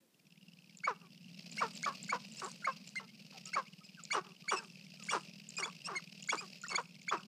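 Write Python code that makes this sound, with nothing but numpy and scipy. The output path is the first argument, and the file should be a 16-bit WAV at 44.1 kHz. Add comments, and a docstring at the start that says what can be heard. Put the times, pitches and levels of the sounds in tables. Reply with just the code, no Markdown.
"""Sharp-tailed grouse call and dance some metres away on an open, almost windless field.
Each call is a rising two-voiced squeak from the syrinx that drops into a hollow, throat-resonant
cluck. Feet drum the turf, tail quills click and rustle, wings sweep the grass; other birds yelp.
Brush scatters the calls and clicks, and a slope returns a faint echo."""
import sys
import numpy as np
from scipy import signal
from scipy.fft import rfft, irfft, next_fast_len
from scipy.io import wavfile
from scipy.ndimage import uniform_filter1d

SR = 44100
rng = np.random.default_rng(int(sys.argv[2]) if len(sys.argv) > 2 else 0)


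def master_out(mix):
    """Clip the mix to full scale and print it as 16-bit PCM to the path in sys.argv[1]."""
    frames = np.transpose(np.atleast_2d(mix))
    ceiling = np.clip(frames, -1, 1)
    pcm = np.round(ceiling * 32767).astype(np.int16)
    wavfile.write(sys.argv[1], SR, pcm)


N = 320607

# Table levels are relative; the functions add their own gains.
# flock activity (time [s], rustle [dB], distant feet [dB])
BUSTLE = [(0.0, -96, -75), (0.18, -86, -89), (0.47, -73, -68), (0.73, -68.5, -68), (1.19, -70, -61),
          (1.56, -54.5, -54.5), (1.72, -54, -54), (2.47, -58, -56.5), (3.12, -64.5, -61.5),
          (3.46, -57, -61.5), (3.75, -65.5, -72.5), (4.01, -64.5, -65), (4.43, -64, -69.5),
          (5.08, -60, -61), (6.14, -61, -63), (6.42, -55, -59), (6.9, -66.5, -65.5), (7.27, -60, -57)]
# wings on grass (centre [s], half length [s], level [dB])
WING_SWEEPS = [(1.59, .06, -63.5), (1.82, 0.15, -69), (2.449, 0.094, -56.5), (2.89, 0.043, -67),
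               (4.59, 0.11, -67.5), (5.129, 0.078, -53.5), (5.623, 0.067, -55), (6.37, 0.085, -61),
               (6.8, 0.056, -66)]
# other birds (time [s], length [s], pitch [Hz], glide [Hz], level [dB])
YELPS = [(0.005, 0.076, 517, -160, -82.5), (3.08, 0.027, 2170, 0, -65.5), (3.648, 0.046, 2310, 792, -65),
         (3.804, 0.027, 1273, 46, -67.5), (2.619, 0.024, 1400, -200, -56.5), (3.336, 0.043, 780, -74, -61),
         (3.448, 0.065, 1294, 32, -65.5), (3.966, 0.051, 1410, -590, -60),
         (4.432, 0.041, 1180, -210, -67.5), (4.581, 0.03, 1586, -240, -55), (4.985, 0.053, 1285, -260, -67),
         (5.675, 0.029, 1146, -15, -53), (5.987, 0.011, 1410, -1000, -57), (6.634, 0.013, 1412, 85, -45.5),
         (6.647, 0.011, 1840, -19, -50.5), (6.659, 0.0098, 1250, -540, -54.5),
         (7.19, 0.013, 1424, -440, -57)]
# stamp bursts, about 19 stamps/s; positive lag: the bird speeds up
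# (first [s], last [s], count, mid-burst lag [s], foot [dB], tail [dB])
STAMP_BURSTS = [(0.146, 0.727, 12, .0039, -60, -58), (0.27, 1.391, 22, 0, -52, -53),
                (0.95, 1.924, 20, .0052, -50, -55), (1.246, 2.315, 22, -.008, -47, -50),
                (2.016, 2.73, 15, .0013, -50, -54), (2.498, 3.316, 16, -.0095, -51, -55),
                (2.83, 3.209, 8, .0021, -51, -55), (3.196, 4.321, 22, .0035, -50, -49),
                (3.328, 3.604, 6, .0009, -54, -56), (3.674, 3.996, 7, .0015, -58, -54),
                (3.85, 4.249, 8, -.0025, -57, -55), (4.308, 5.387, 21, .0193, -49, -48),
                (4.63, 5.73, 22, .0033, -50, -51), (5.442, 5.859, 9, -.0025, -50, -51),
                (5.714, 6.23, 11, .0014, -48, -45), (6.1, 7.235, 22, 0, -50, -49),
                (6.344, 7.207, 17, .0091, -53, -54)]
# high chips, mostly just ahead of a call (time [s], level [dB])
CHIPS = [(.773, -45), (1.517, -41.5), (1.754, -41), (2.031, -36.5), (2.083, -44), (2.323, -44.5),
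         (2.371, -42.5), (2.447, -36), (2.877, -44.5), (3.458, -36.5), (4.038, -38.5), (5.038, -40.5),
         (5.491, -37), (5.569, -35), (6.226, -39.5), (6.277, -38.5), (6.617, -42.5), (6.685, -35.5),
         (7.016, -52)]
# snaps without a chip (time [s], level [dB])
LONE_SNAPS = [(1.788, -41.5), (1.83, -33), (1.854, -34.5), (2.399, -36), (2.517, -39), (2.957, -36),
              (6.307, -33), (6.355, -36)]
# first voice (time [s], length [s], pitch [Hz], glide [Hz], level [dB], overtones [dB], break length [s])
SQUEAKS = [(0.84, 0.026, 2242, 141, -34.5, -16.5, 0), (1.58, 0.028, 2220, 257, -37.5, -15, 0),
           (1.836, 0.017, 2218, 280, -35.5, -10, 0.00042), (2.094, 0.022, 2240, 310, -35.5, -7.5, 0),
           (2.646, 0.016, 2163, 314, -34.5, -10.5, 0), (2.959, 0.032, 2122, -43, -37, -11, 0),
           (3.536, 0.019, 2206, 288, -35, -7.5, 0), (4.109, 0.023, 2244, 363, -33.5, -8, 0.0034),
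           (4.483, 0.022, 2257, 282, -34.5, -5.5, 0.0037), (5.089, 0.015, 2260, 373, -35, -9, 0.013),
           (5.627, 0.017, 2235, 380, -35, -7, 0.014), (5.953, 0.034, 2180, -110, -37, -5.5, 0),
           (6.291, 0.016, 2240, 315, -31, -7.5, 0.0074), (6.372, 0.035, 2410, 327, -44.5, -5.5, 0),
           (6.749, 0.018, 2222, 315, -32.5, -3, 0.0039), (7.083, 0.013, 2244, 380, -34.5, -13, 0.012)]
# call endings (time [s], length [s], base pitch [Hz], end lift [Hz], swell [s], peak [dB], fade [dB],
# roughness [0-1])
CLUCKS = [(0.868, 0.047, 485, -68, 0.0097, -23, 14, 0), (1.005, 0.065, 372, 1, 0.0095, -61, 5, 0.3),
          (1.606, 0.061, 465, -41, 0.014, -23, 18.5, 0.31),
          (1.858, 0.073, 548, 31.5, 0.0055, -27, 23.5, 0.38),
          (2.117, 0.044, 449, 85.5, 0.01, -26.5, 10, 0.35),
          (2.414, 0.066, 365, 169, 0.0054, -37, 6.5, 0.33), (2.665, 0.035, 505, 37, 0.0084, -25, 7.5, 0.1),
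          (2.992, 0.053, 424, 23, 0.0065, -45, 11.5, 0.45), (3.322, 0.061, 435, -6, 0.0023, -57.5, 12, 0.4),
          (3.553, 0.046, 517, 18, 0.014, -26, 7.5, 0.3), (4.128, 0.063, 390, -7.5, 0.022, -25.5, 10, 0.44),
          (4.238, 0.1, 395, -12, 0.0085, -53.5, 19.5, 0.45),
          (4.512, 0.037, 378.3, -2, 0.0078, -25, 9, 0.34),
          (4.548, 0.098, 474, -75, 0.0024, -40.5, 16.5, 0.52),
          (5.109, 0.064, 385, -40, 0.024, -27, 8, 0.51), (5.581, 0.062, 403, -54, 0.0042, -40, 8.5, 0.52),
          (5.655, 0.0347, 424, 175, 0.002, -36, 13, 0.31),
          (5.868, 0.096, 393, -43.5, 0.02, -36.5, 12, 0.37),
          (6.32, 0.033, 371.6, -52, 0.0098, -26, 13, 0.48),
          (6.401, 0.042, 402, -18, 0.0092, -44.5, 5.5, 0.24),
          (6.699, 0.05, 315.4, 47, 0.018, -37.5, 6, 0.56), (6.775, 0.03, 404, 133, 0.0073, -27, 11.5, 0.35),
          (7.112, 0.046, 363.6, -32, 0.012, -24, 15, 0.42), (7.142, 0.097, 371, 1, 0.0024, -49, 17, 0.45)]
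# second voice (time [s], length [s], pitch [Hz], glide [Hz], level [dB], overtones [dB])
WHISTLES = [(1.576, 0.031, 2795, 96, -50, -1), (2.362, 0.059, 2730, 544, -59.5, 3),
            (2.706, 0.025, 2640, -5, -57, -11), (2.973, 0.028, 2830, 310, -56.5, -14),
            (3.459, 0.029, 2800, 35, -58.5, 3.5), (3.527, 0.015, 2730, 135, -54, -3),
            (4.115, 0.052, 2880, 83, -49, 2), (4.496, 0.064, 2863, -23, -51.5, 5.5),
            (4.552, 0.046, 2635, 28, -46, -5), (5.091, 0.052, 2830, 51, -49, 5.5),
            (5.564, 0.034, 2493, -43, -45.5, -8.5), (5.589, 0.023, 2834, -230, -49, 5),
            (5.841, 0.044, 2730, 435, -52, 3.5), (6.312, 0.02, 2790, 124, -50, 3),
            (6.683, 0.032, 2676, -110, -51, -3.5), (6.703, 0.034, 2240, -160, -46, -5),
            (7.166, 0.017, 2620, -100, -55.5, -10), (3.838, 0.03, 2525, -80, -70.5, 1)]

# vocal tract and breath spectra (frequency [Hz], level [dB])
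THROAT = [(250, -13), (400, -6.5), (600, -20), (800, -11.5), (1000, -3), (1180, -1), (1400, -10.5),
          (1700, -16), (2100, -23), (2600, -23.5), (3200, -42), (5500, -45.5), (9000, -69.5)]
BEAK = [(2500, -16.5), (4000, -4.5), (4550, 0.5), (5100, 5.5), (5700, -5.5), (6200, -16.5), (6750, -2.5),
        (7500, -1), (8500, -14), (9400, -16.5), (11000, -43.5), (14000, -41)]
RASP = [(150, -47), (350, -4.5), (700, -1), (1150, -17), (1800, -17.5), (2600, -8.5), (3400, -14),
        (5300, -11.5), (7000, -21), (11000, -43.5)]
# plumage and snap spectra (frequency [Hz], level [dB])
FEATHERS = [(200, -23.5), (330, -7), (600, 0.5), (1000, -18), (1700, -13), (2600, 5), (3500, -4.5),
            (4900, 5), (6300, -7.5), (9000, -22.5)]
SWISH = [(3500, -7), (5500, -3), (7000, 0), (8500, -1), (10500, -14), (15000, -45)]
QUILL = [(400, -22.5), (620, -16), (1000, -63), (1800, -36.5), (2300, -13), (2700, 2.5), (3500, -5),
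         (4400, -14), (5200, 2), (6200, -16.5), (8500, -16.5), (14000, -49.5)]
SNAP = [(1500, -25), (3000, -17), (4200, 2), (5500, -4.5), (7000, 3), (9000, -26.5), (14000, -37.5)]
# still air, distant feet and slope echo spectra (frequency [Hz], level [dB])
STILL_AIR = [(30, -1.5), (100, -8), (300, -1.5), (600, -12.5), (1200, -18), (3000, -17), (15000, -22)]
FAR_FEET = [(60, -54.5), (110, -33.5), (150, -4.5), (200, 0), (250, -5.5), (330, -30.5), (900, -64.5)]
SLOPE = [(300, 13), (1300, -12), (2500, -1), (6000, 0)]

BAND_LIMIT_HZ = 15400


def amp(db):
    """dB to gain."""
    return 10 ** (np.asarray(db) / 20)


def unit_rms(x):
    """Scale to rms 1."""
    return x / np.sqrt(np.mean(x ** 2) + 1e-20)


def spectrum_db(spectrum, hz):
    """Level at hz, interpolated over log frequency."""
    points_hz, db = np.transpose(spectrum)
    return np.interp(np.log(hz + 1), np.log(points_hz), db)


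def add(mix, at_s, sound):
    """Mix a sound in at at_s."""
    part = mix[max(round(at_s * SR), 0):][:len(sound)]
    part += sound[:len(part)]


def noise(spectrum, size):
    """Shaped noise, rms 1."""
    n = next_fast_len(size, True)
    gain = amp(spectrum_db(spectrum, np.fft.rfftfreq(n, 1 / SR)))
    return unit_rms(irfft(rfft(rng.standard_normal(n)) * gain, n)[:size])


def wobble(size, cutoff_hz):
    """Low-passed random motion, rms 1."""
    n = next_fast_len(size, True)
    rolloff = 1 + (np.fft.rfftfreq(n, 1 / SR) / cutoff_hz) ** 4
    return unit_rms(irfft(rfft(rng.standard_normal(n)) / rolloff, n)[:size])


def arch(mid_hz, glide_hz, bow_hz):
    """Start, middle and end pitch of a bowed glide."""
    return mid_hz - glide_hz / 2 - bow_hz, mid_hz, mid_hz + glide_hz / 2 - bow_hz


def syrinx(length_s, pitches_hz, overtone_db, jitter, edge_s=.004, hiss_db=-19, flicker_db=3):
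    """One side of the syrinx whistles a pitch arch, with hiss; the beak colours its overtones."""
    t = np.arange(0, length_s + edge_s, 1 / SR)
    progress = t / t[-1]
    hz = np.polyval(np.polyfit([0, .5, 1], pitches_hz, 2), progress)
    phase = 2 * np.pi * np.cumsum(hz * (1 + jitter * wobble(len(t), 580))) / SR
    overtones = np.zeros(len(t))
    for k in range(2, 6):
        gain = amp(spectrum_db(BEAK, k * hz) + flicker_db * wobble(len(t), 110))
        overtones += gain * (k * hz < BAND_LIMIT_HZ) * np.cos(k * phase + k * k)
    hiss = amp(hiss_db) * noise(SWISH, len(t))
    swell = np.sqrt(np.sin(np.pi * progress).clip(0)) * signal.windows.tukey(len(t), .2)
    return np.sqrt(2) * unit_rms(swell) * (np.cos(phase) + amp(overtone_db) * swell * (overtones + hiss))


def hoarse_note(length_s, pitches_hz, overtone_db):
    """A breathy, unsteady syrinx note that swells and fades."""
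    tone = syrinx(length_s, pitches_hz, overtone_db, jitter=.019, hiss_db=-11)
    envelope = signal.windows.tukey(len(tone), .6) * (1 + .23 * wobble(len(tone), 200))
    return tone * unit_rms(envelope)


def flock(grain_db=5, flicks_per_s=20, flick_decay_s=.0018):
    """The other dancers: feather rustle, quill flicks, a blur of feet, swishing wings."""
    t = np.arange(N) / SR
    times_s, rustle_db, feet_db = np.transpose(BUSTLE)
    activity = amp(np.interp(t, times_s, rustle_db))
    stamping = amp(np.interp(t, times_s, feet_db))
    sweeps = sum(amp(db) * np.exp(-((t - at_s) / half_s) ** 2) for at_s, half_s, db in WING_SWEEPS)
    rustle = unit_rms(noise(FEATHERS, N) * amp(grain_db * wobble(N, 90)))
    swish = unit_rms(noise(SWISH, N) * amp(grain_db * wobble(N, 180)))
    hits = (rng.random(N) < flicks_per_s / SR) * rng.uniform(.28, 1, N)
    flicks = signal.lfilter([1], [1, -np.exp(-1 / (flick_decay_s * SR))], hits) * noise(QUILL, N)
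    drumming = stamping * noise(FAR_FEET, N)
    wings = (amp(-16) * activity + sweeps) * swish
    return activity * (rustle + amp(2) * flicks) + amp(-3) * drumming + amp(-2) * wings


def yelps():
    """Birds farther off: soft, nearly pure glides, mostly falling."""
    out = np.zeros(N)
    for at_s, length_s, hz, glide_hz, db in YELPS:
        add(out, at_s, amp(db) * hoarse_note(length_s, arch(hz, glide_hz, bow_hz=15), overtone_db=-15))
    return out


def dance(jitter_s=.0007, foot_lag_s=.0019, foot_spread_db=1.95, tail_spread_db=1.5, warm_up_s=.12):
    """Near-even stamps, each with a tail flick. Returns steps and flicks as (time [s], level [dB])."""
    steps, flicks = [], []
    for first_s, last_s, count, lag_s, foot_db, tail_db in STAMP_BURSTS:
        late, foot, tail = rng.standard_normal((count, 3)).T
        progress = np.linspace(0, 1, count)
        drift_s = lag_s * (1 - (2 * progress - 1) ** 2)
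        times_s = first_s + (last_s - first_s) * progress + jitter_s * late + drift_s
        effort_db = -3.5 * np.exp(-(times_s - first_s) / warm_up_s)
        steps += zip(times_s + foot_lag_s, foot_db + effort_db + foot_spread_db * foot)
        flicks += zip(times_s, tail_db + effort_db + tail_spread_db * tail)
    return steps, flicks


def clicks(events, spectrum, rise_s, decay_s):
    """Stiff parts knock together: one brief noise burst per event."""
    out, t = np.zeros(N), np.arange(-.008, .016, 1 / SR)
    envelope = np.exp(np.minimum(t / rise_s, -t / decay_s))
    for at_s, db in events:
        add(out, at_s + t[0], amp(db) * envelope * noise(spectrum, len(t)))
    return out


def quill_ring(flicks, ring_hz=2620, width_s=.0013, spread=.065):
    """Each tail flick sets the quills ringing for a few ms."""
    out, t = np.zeros(N), np.arange(-.008, .012, 1 / SR)
    envelope = np.exp(-.5 * (t / width_s) ** 2)
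    for (at_s, db), (detune, turns) in zip(flicks, rng.standard_normal((len(flicks), 2))):
        ring = np.cos(2 * np.pi * (ring_hz * (1 + spread * detune) * t + turns))
        add(out, at_s + t[0], amp(db) * envelope * ring)
    return out


def feet(steps, turf_hz=180, rise_s=.0058, decay_s=.0051, spread=.048):
    """Each stamp gives the turf a dull thump a few cycles long."""
    out, t = np.zeros(N), np.arange(-.02, .03, 1 / SR)
    envelope = np.exp(-.5 * (t / np.where(t < 0, rise_s, decay_s)) ** 2)
    for (at_s, db), (detune, shift) in zip(steps, rng.standard_normal((len(steps), 2))):
        hz = turf_hz * (1 + spread * np.clip(detune, -1, 2))
        add(out, at_s + t[0], amp(db) * envelope * np.cos(2 * np.pi * (hz * t + .11 * shift)))
    return out


def chips(length_s=.0027, pitch_hz=7160, spread=.025):
    """Very short, high upward flicks of the voice."""
    out = np.zeros(N)
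    for (at_s, db), hz in zip(CHIPS, pitch_hz * (1 + spread * rng.standard_normal(len(CHIPS)))):
        chip = syrinx(length_s, (hz * .93, hz, hz * 1.05), overtone_db=-40, jitter=.035)
        add(out, at_s - len(chip) / SR / 2, amp(db) * chip * np.hanning(len(chip)))
    return out


def snaps(delay_s=.0145, offset_db=-.5):
    """Dry snaps: one after each chip, a few alone."""
    after_chips = [(at_s + delay_s, db + offset_db) for at_s, db in CHIPS]
    return clicks(LONE_SNAPS + after_chips, SNAP, rise_s=.00013, decay_s=.0012)


def squeaks(scoop_s=.0035, lead_s=.002, break_hz=3400, crack_hz=6800):
    """First voice: scoops up, jumps to its main pitch, may crack into a higher register at the end."""
    out = np.zeros(N)
    for at_s, length_s, hz, glide_hz, db, overtone_db, break_s in SQUEAKS:
        start_s = at_s - lead_s
        scoop = syrinx(scoop_s, (1150, 1535, 1620), overtone_db=-22, jitter=.02)
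        add(out, start_s - scoop_s, amp(db - 7) * scoop * np.linspace(.2, 1.5, len(scoop)))
        bow_hz = 139 * (1 - glide_hz / 343)  # steep rises run straighter
        add(out, start_s, amp(db) * syrinx(length_s, arch(hz, glide_hz, bow_hz), overtone_db, jitter=.007))
        if break_s > 0:
            top = syrinx(break_s, (break_hz * .98, break_hz, break_hz * 1.01), overtone_db=-9, jitter=.009)
            crack = syrinx(.00084, [crack_hz] * 3, overtone_db=-26, jitter=.031)
            add(out, start_s + length_s, amp(db - 6) * top)
            add(out, start_s + length_s - lead_s, amp(db - 7) * crack * np.hanning(len(crack)))
    return out


def clucks(top_hz=1150, pop_hz=621, pop_s=.008, release_s=.024, sag=.12,
           dip_db=6, dip_s=.01, dip_width_s=.0025):
    """The pitch plunges; the voice pops open, catches, then holds a hollow note that frays and fades."""
    out, k = np.zeros(N), np.arange(1, 17)[:, None]
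    for at_s, length_s, base_hz, lift_hz, swell_s, peak_db, fade_db, roughness in CLUCKS:
        t = np.arange(0, length_s + release_s, 1 / SR)
        fall_s = .0095 * (1 - np.exp(-swell_s / .008))
        # near pop_hz the second harmonic meets the throat resonance
        plunge = np.tanh((pop_hz - base_hz) / (top_hz - base_hz) * np.exp((swell_s - t) / fall_s))
        hz = base_hz + (top_hz - base_hz) * plunge + lift_hz * np.minimum(t / length_s, 1) ** 3
        hz *= 1 - sag * np.maximum(t - length_s, 0) / release_s
        fray = np.clip(roughness, .2, .5) * np.interp(t - swell_s, [-dip_s, 0, dip_s], [1.1, .4, 1.1])
        hz *= 1 + fray * (.075 * wobble(len(t), 300) + .06 * wobble(len(t), 50))
        phase = 2 * np.pi * np.cumsum(hz) / SR
        lag_rad = 2.52 * np.arctan((k * hz - 1170) / 260) + k * k / 2  # throat rings after each pulse
        voice = (amp(spectrum_db(THROAT, k * hz)) * np.cos(k * phase - lag_rad)).sum(0)
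        split = .78 * np.cos(phase / 2)  # strong and weak pulses alternate
        voice *= 1 + fray * (.6 * wobble(len(t), 180) + split)
        rasp = amp(-10) * fray * noise(RASP, len(t)) * (1 + .5 * np.cos(phase))  # one air puff a cycle
        end_db = peak_db - fade_db
        knees_s = [0, max(swell_s - pop_s, swell_s / 2), swell_s, length_s, length_s + release_s]
        level_db = np.interp(t, knees_s, [peak_db - 15, peak_db - 7, peak_db, end_db, end_db - 21.5])
        level_db -= dip_db * np.exp(-((t - swell_s - dip_s) / dip_width_s) ** 2)
        envelope = uniform_filter1d(amp(level_db), size=220) * np.minimum(t / .0011, 1)
        add(out, at_s, envelope * (voice + rasp))
    return signal.sosfilt(signal.butter(4, 220, "highpass", fs=SR, output="sos"), out)


def whistles():
    """Second voice: thin, arched, reedy."""
    out = np.zeros(N)
    for at_s, length_s, hz, glide_hz, db, overtone_db in WHISTLES:
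        add(out, at_s, amp(db) * hoarse_note(length_s, arch(hz, glide_hz, bow_hz=80), overtone_db))
    return out


def field(x, scatter_db=-19, t60_s=.2, echo_db=-34, echo_s=.12, echo_width_s=.027):
    """Grass and brush scatter a short tail; a slope returns a dull, smeared echo."""
    t = np.arange(SR // 2) / SR
    near = rng.standard_normal(len(t)) * amp(-60 * t / t60_s) * (t > .004)
    far = noise(SLOPE, len(t)) * np.exp(-abs(t - echo_s) / echo_width_s)
    response = amp(scatter_db) * near / np.linalg.norm(near) + amp(echo_db) * far / np.linalg.norm(far)
    return x + signal.fftconvolve(x, response)[:N]


def scene():
    """Calls and dance on the field, over still air."""
    steps, flicks = dance()
    calls = amp(-3) * squeaks() + amp(-.9) * whistles() + amp(-.7) * yelps()
    calls += amp(1.14) * clucks() + amp(-7) * chips()
    quills = amp(-5.5) * clicks(flicks, QUILL, rise_s=.0017, decay_s=.002) + amp(-3) * quill_ring(flicks)
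    birds = field(calls + quills + amp(-2) * snaps()) + amp(-2.6) * feet(steps) + flock()
    return (birds + amp(-73) * noise(STILL_AIR, N))[None]


def record(dry, low_cut_hz=112):
    """Microphone low cut, edge fades, band limit."""
    thin = signal.sosfilt(signal.butter(5, low_cut_hz, "highpass", fs=SR, output="sos"), dry)
    faded = thin * signal.windows.tukey(N, .002)
    lowpass = signal.firwin(511, BAND_LIMIT_HZ, window=("kaiser", 9), fs=SR)
    return signal.oaconvolve(faded, lowpass[None], "same")


dry = scene()
out = record(dry)
master_out(out)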